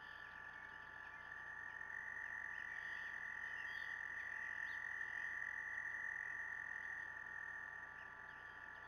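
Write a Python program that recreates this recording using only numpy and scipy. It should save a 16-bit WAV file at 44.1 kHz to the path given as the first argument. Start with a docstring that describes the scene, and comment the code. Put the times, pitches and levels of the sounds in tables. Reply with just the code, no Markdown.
"""Toads trill in a marsh, four overlapping voices that swell to one peak and then ease off.
Each trill is a fast run of pulses from the voice box that make the toad's throat sac ring.
Small birds chirp and twitter faintly among the trees, over a far toad chorus and soft hiss.
A camera's narrow-band microphone channel adds a low buzz, a thin motor whine
and faint mirror tones in the treble."""
import sys
import numpy as np
from scipy import signal
from scipy.fft import rfft, irfft
from scipy.io import wavfile

SR = 44100
rng = np.random.default_rng(int(sys.argv[2]) if len(sys.argv) > 2 else 0)


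def master_out(mix):
    """Clip the mix to full scale and print it as 16-bit PCM to the path in sys.argv[1]."""
    frames = np.transpose(np.atleast_2d(mix))
    ceiling = np.clip(frames, -1, 1)
    pcm = np.round(ceiling * 32767).astype(np.int16)
    wavfile.write(sys.argv[1], SR, pcm)


N = 391166
TIME = np.arange(N) / SR
HZ = np.fft.rfftfreq(N, 1 / SR)

PEAK_S, BUILD_DB_PER_S, EASE_DB_PER_S = 5.74, 0.92, 2.45  # the toads egg each other on, then ease off
DRAG_HZ, DRAG_S = 3.8, .17  # the last pulses slow down as the air runs out
# When each toad calls and how fast it pulses; a negative slowing speeds it up.
# start_s, end_s, pulse_rate_hz, extra_starting_rate_hz, slowing_hz_per_s
TOAD_TRILLS = [(.014, 9.5, 44.906, 0, .2383), (1.203, 7.86, 41.864, 6.48, .0477),
               (1.902, 7.04, 47.207, 4.986, .737), (6.907, 9.5, 45.605, 0, -.933)]
# The toad behind each trill: low, near, high and far.
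# pitch_hz, level_at_peak_db, fade_in_s, share_of_swell, open_share_of_pulse, slip_per_pulse_radians
TOAD_VOICES = [(1745, -51.5, 0.0067, 0.82, 0.48, 1.6), (1828, -47.5, 0.18, .7, 0.59, 1.222),
               (1929, -49.5, 0.014, 1.5, 0.38, 1.602), (1883, -60.5, .05, 0.5, .4, 1.8)]


def toad(trill, voice, settle_s=1.0, uneven_db=1.2, sac_half_width_hz=146):
    """The voice box opens and shuts; each opening makes the throat sac ring with one short tone."""
    start_s, end_s, base_hz, extra_hz, slowing = trill
    pitch_hz, level_db, fade_in_s, swell_share, open_share, slip_radians = voice
    age = np.maximum(TIME - start_s, 0)
    rate_hz = base_hz + extra_hz * np.exp(-age / settle_s) - slowing * age
    rate_hz -= DRAG_HZ * np.exp(np.minimum(TIME - end_s, 0) / DRAG_S)
    cycles = np.cumsum(rate_hz * (age > 0)) / SR
    pulse, place = cycles.astype(int), cycles % 1 - .5  # place is 0 in the middle of a pulse
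    opening = np.exp(-abs(place / (open_share / 2)) ** 3)
    opening *= (1 - np.exp(-age / fade_in_s)) * np.clip((end_s - TIME) * 200, 0, 1)
    swell_db = np.minimum(BUILD_DB_PER_S * (TIME - PEAK_S), EASE_DB_PER_S * (PEAK_S - TIME))
    # each pulse is a little out of step with the last, and a little louder or softer
    slip, strength = rng.standard_normal((1024, 2)).T
    phase = 2 * np.pi * pitch_hz * TIME + slip_radians * np.cumsum(slip)[pulse] + 2 * wander(4)
    loudness = amp(level_db + swell_share * swell_db + uneven_db * strength[pulse])
    throat_sac = np.exp(-((HZ - pitch_hz) / sac_half_width_hz) ** 4)
    return filtered(loudness * opening * np.sin(phase) / np.sqrt(open_share / 2), throat_sac)


# Quick falling chirps: start_s, length_s, first_pitch_hz, level_db
BIRD_CHIPS = [(0.235, .05, 3030, -69.5), (0.31, 0.021, 4060, -71), (0.354, .048, 2920, -70.5),
              (.425, 0.046, 3190, -72), (0.529, 0.028, 3830, -71), (.637, 0.034, 3910, -77),
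              (0.686, .042, 3970, -75.5), (0.821, 0.013, 3530, -68.5), (.863, .036, 3990, -77.5),
              (1.028, 0.05, 3090, -69), (1.039, .03, 4000, -76), (1.683, .055, 2680, -71),
              (2.236, 0.071, 3140, -73), (3.058, .045, 2940, -68), (4.19, .04, 2710, -65),
              (4.445, .05, 2710, -69), (5.74, 0.025, 3700, -72), (5.898, 0.03, 3800, -75.5),
              (8.277, 0.071, 3740, -73.5), (8.748, .03, 3840, -71.5)]
# Sliding whistles: start_s, length_s, middle_pitch_hz, slide_hz, level_db, roughness_0_to_1
BIRD_WHISTLES = [(.52, 0.18, 2210, 47, -71.5, 0.3), (.72, .06, 2920, 249, -72, 0.3),
                 (1.114, .048, 2390, 110, -68, 0.1), (1.157, .06, 2060, -115, -66.5, 0.1),
                 (1.691, 0.062, 2975, -170, -75, .5), (1.8, .096, 2150, 110, -74.5, .2),
                 (2.684, .13, 2274, -110, -67, 0.26), (2.962, 0.021, 2640, 391, -64, 0.12),
                 (3.415, 0.17, 3030, -43.5, -72.5, 0.15), (3.556, 0.1, 2760, -180, -64, 0.4),
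                 (3.658, 0.16, 3276, 159, -62.5, 0.24), (3.762, 0.087, 3550, -160, -67, 0),
                 (5.157, 0.088, 2500, 247, -71.5, 0), (5.16, 0.11, 3120, 150.5, -78, .4),
                 (6.197, 0.15, 2440, 352.5, -75, .4), (6.818, 0.045, 3310, 529.5, -74, 0.65),
                 (7.006, .038, 3260, 576, -75, 0.44), (7.173, 0.018, 2540, 659, -74, .03),
                 (8.341, .09, 2840, 998, -74, 0.4), (8.45, 0.13, 3185, -200, -74, 0.34),
                 (8.601, 0.065, 2620, -340, -79, 0.3), (8.825, .05, 3370, 287.5, -75, 0.4)]
# Harsh buzzing calls: start_s, length_s, middle_pitch_hz, slide_hz, level_db
BIRD_RASPS = [(-.04, 0.28, 3230, 26, -68.5), (1.197, 0.11, 3020, -20, -75.5),
              (2.734, 0.38, 3167, 61.5, -67.5), (3.721, 0.24, 3180, -17, -69.5),
              (4.16, .12, 3250, -130, -74.5), (4.213, 0.29, 2494, 291.5, -72.5),
              (4.485, .2, 2870, 460, -73), (4.96, 0.38, 3030, 201, -73)]
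# Calls that flick up, break and flick down: break_s, flick_length_s, top_pitch_hz, fall_level_db
BIRD_FLICKS = [(2.577, 0.047, 3170, -65), (4.705, 0.052, 3894, -64.5), (8.004, .034, 3030, -68)]


def birds(warble_hz=130, warble_depth_hz=300, light_roughness=.14, rasp_roughness=.9):
    """Each note is a gliding whistle; a fast, uneven wobble in pitch makes it rough."""
    along = np.linspace(0, 1, 5)  # five points from a note's start to its end
    chip_shape = 1 - .31 * along ** .94  # falls fastest at first
    notes = [(s, length, hz * chip_shape, db, light_roughness) for s, length, hz, db in BIRD_CHIPS]
    slides = list(BIRD_WHISTLES) + [(*rasp, rasp_roughness) for rasp in BIRD_RASPS]
    for start_s, length_s, hz, slide_hz, db, roughness in slides:
        notes.append((start_s, length_s, hz + slide_hz * (along - .5), db, roughness))
    for break_s, length_s, hz, db in BIRD_FLICKS:
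        fall = hz * (1 - .28 * along ** 1.2)
        notes.append((break_s - length_s, length_s, fall[::-1], db - 2, light_roughness))  # softer rise
        notes.append((break_s, length_s, fall, db, light_roughness))
    out = np.zeros(N)
    warble = np.sin(2 * np.pi * warble_hz * TIME + 2.3 * wander(120))
    for start_s, length_s, pitches, db, roughness in notes:
        during = (TIME >= start_s) & (TIME < start_s + length_s)
        progress = (TIME[during] - start_s) / length_s
        pitch_hz = np.interp(progress, along, pitches) + warble_depth_hz * roughness * warble[during]
        loudness = amp(db) * np.sqrt(2 * np.sin(np.pi * progress))
        out[during] += loudness * np.sin(2 * np.pi * np.cumsum(pitch_hz) / SR)
    return out


# How the far twitter rises and falls: time_s, level_db
FLOCK_LEVELS = [(0, -68.5), (.4, -80), (1.3, -77), (2, -92), (3.2, -74), (5.3, -78.5), (6.3, -87),
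                (7, -81.5), (7.6, -95), (8.87, -80.5)]


def far_flock(chips_per_s=40, low_hz=2500, high_hz=3500, pitch_count=20, fall_share=.22):
    """Distant birds scatter short falling chirps at many pitches."""
    out = np.zeros(N)
    for middle_hz in np.linspace(low_hz, high_hz, pitch_count):
        progress = np.linspace(0, 1, round(SR * rng.uniform(.015, .046)))
        pitch_hz = middle_hz * (1 + fall_share * (.5 - progress))
        chip = np.sin(np.pi * progress) * np.sin(2 * np.pi * np.cumsum(pitch_hz) / SR)
        starts = rng.random(N) < chips_per_s / pitch_count / SR
        out += signal.oaconvolve(starts * rng.uniform(.99, 1, N), chip)[:N]
    level_db = np.interp(TIME, *np.transpose(FLOCK_LEVELS))
    return unit(tree_echo(out, echo_db=.5, fade_s=.94)) * amp(level_db)


# Where the far toads ring: pitch_hz, half_width_hz, level_db
CHORUS_BANDS = [(1588, 48, -73), (1751, 180, -62), (1890, 72, -75)]


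def far_chorus():
    """Many distant toads blur into bands of softly ringing noise."""
    return sum(amp(db) * unit(filtered(rng.standard_normal(N), np.exp(-((HZ - hz) / width) ** 2)))
               for hz, width, db in CHORUS_BANDS)


# Tones of a small motor: multiple_of_shaft_speed, level_db
MOTOR_TONES = [(7, -80), (8, -84.5), (9, -68.5), (10, -75), (11, -94), (12, -67), (14, -70), (15, -67.5),
               (25, -101.5), (34, -93)]


def motor_whine(shaft_hz=97.15, drift_share=.00047, waver_db=.53):
    """A spinning shaft makes a stack of tones that drift together with its speed."""
    angle = 2 * np.pi * np.cumsum(shaft_hz * (1 + drift_share * wander(.91))) / SR
    out = np.zeros(N)
    for multiple, db in MOTOR_TONES:
        out += amp(db + waver_db * wander(5.7)) * np.sin(multiple * angle + 2 * np.pi * rng.random())
    return np.sqrt(2) * out


# Tones of the electrical buzz: multiple_of_frame_rate, level_db
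BUZZ_TONES = [(1, -81), (2, -78.5), (3, -77.5), (4, -84), (5, -80), (6, -86.5), (7, -87), (8, -88),
              (10, -86), (13, -87.5)]


def camera_buzz(frame_hz=30, scatter_radians=1.3):
    """The camera's circuits tick once a frame, fast enough to make a low buzz."""
    phase = 2 * np.pi * frame_hz * (TIME + .0036)
    return -np.sqrt(2) * sum(amp(db) * np.sin(multiple * phase + scatter_radians * rng.uniform(-.92, 1))
                             for multiple, db in BUZZ_TONES)


# Two lone tones: pitch_hz, level_db
FAINT_TONES = [(404.8, -84), (1012, -77.5)]


def faint_tones():
    """Quiet tones hold an almost steady pitch."""
    return np.sqrt(2) * sum(amp(db) * np.sin(2 * np.pi * hz * TIME + .6 * wander(2))
                            for hz, db in FAINT_TONES)


# Strength of the background hiss from low to high: frequency_hz, level_db_per_hz
AIR_HISS = [(10, -112), (70, -104), (300, -101), (600, -100), (740, -95.5), (1000, -93), (1130, -99),
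            (1420, -95), (1900, -97), (2100, -106.5), (3200, -110), (3600, -115), (4000, -122)]


def air():
    """Outdoor air and microphone hiss make a steady wash."""
    return filtered(rng.standard_normal(N), gain_curve(AIR_HISS)) * np.sqrt(SR / 2)


def tree_echo(sound, echo_db, fade_s, echoes_per_s=2000):
    """Trunks and leaves scatter a thin tail after each sound; it drops 60 dB in fade_s."""
    delay_s = TIME[:SR]
    echoes = rng.standard_normal(SR) * (rng.random(SR) < echoes_per_s / SR)
    echoes *= amp(-60 * delay_s / fade_s) * (delay_s > .008)
    return sound + amp(echo_db) * signal.fftconvolve(sound, echoes / np.linalg.norm(echoes))[:N]


def amp(db):
    """Turns decibels into a gain to multiply by."""
    return 10 ** (np.asarray(db) / 20)


def unit(sound):
    """Scales a sound to an average strength (rms) of 1."""
    return sound / np.sqrt(np.mean(sound ** 2) + 1e-30)


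def gain_curve(points):
    """Joins (frequency_hz, level_db) points into a gain for every frequency."""
    hz, db = np.transpose(points)
    return amp(np.interp(np.log(HZ + 1), np.log(hz), db))


def filtered(sound, gain):
    """Turns each frequency up or down by its gain."""
    return irfft(rfft(sound) * gain, N)


def wander(rate_hz):
    """A smooth random wobble that changes about rate_hz times a second."""
    return unit(filtered(rng.standard_normal(N), np.exp(-(HZ / rate_hz) ** 2) * (HZ > 0)))


def scene():
    """Four toads and the birds among trees, over the far chorus, hiss and hum."""
    toads = sum(toad(trill, voice) for trill, voice in zip(TOAD_TRILLS, TOAD_VOICES))
    chirps = tree_echo(birds(), echo_db=-4.5, fade_s=.88) + far_flock()
    toads = tree_echo(toads, echo_db=-15, fade_s=.45)
    background = far_chorus() + air() + motor_whine() + camera_buzz() + faint_tones()
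    return (toads + chirps + background)[None]


# How much the channel's smoothing turns down the treble: frequency_hz, gain_db
CHANNEL_SMOOTHING = [(3000, -1), (4000, -4.5), (4800, -11.5), (5600, -21), (6200, -32.5), (7200, -55.5),
                     (8800, -53), (9800, -41.5), (11200, -27.5), (12800, -30.5), (14200, -47.5),
                     (15500, -59.5)]


def record(dry, sample_rate_hz=8000, hiss_db=-97, cutoff_hz=15800):
    """A slowly sampled channel keeps the lower band and leaks faint mirror copies into the treble."""
    band = filtered(dry[0], HZ < sample_rate_hz / 2)
    mirrors = 2 * band * sum(np.cos(2 * np.pi * k * sample_rate_hz * TIME) for k in (1, 2))
    smoothed = filtered(band + mirrors, gain_curve(CHANNEL_SMOOTHING))
    hiss = amp(hiss_db) * rng.standard_normal(N)
    return filtered(smoothed + hiss, HZ < cutoff_hz)[None]


dry = scene()
out = record(dry)
master_out(out)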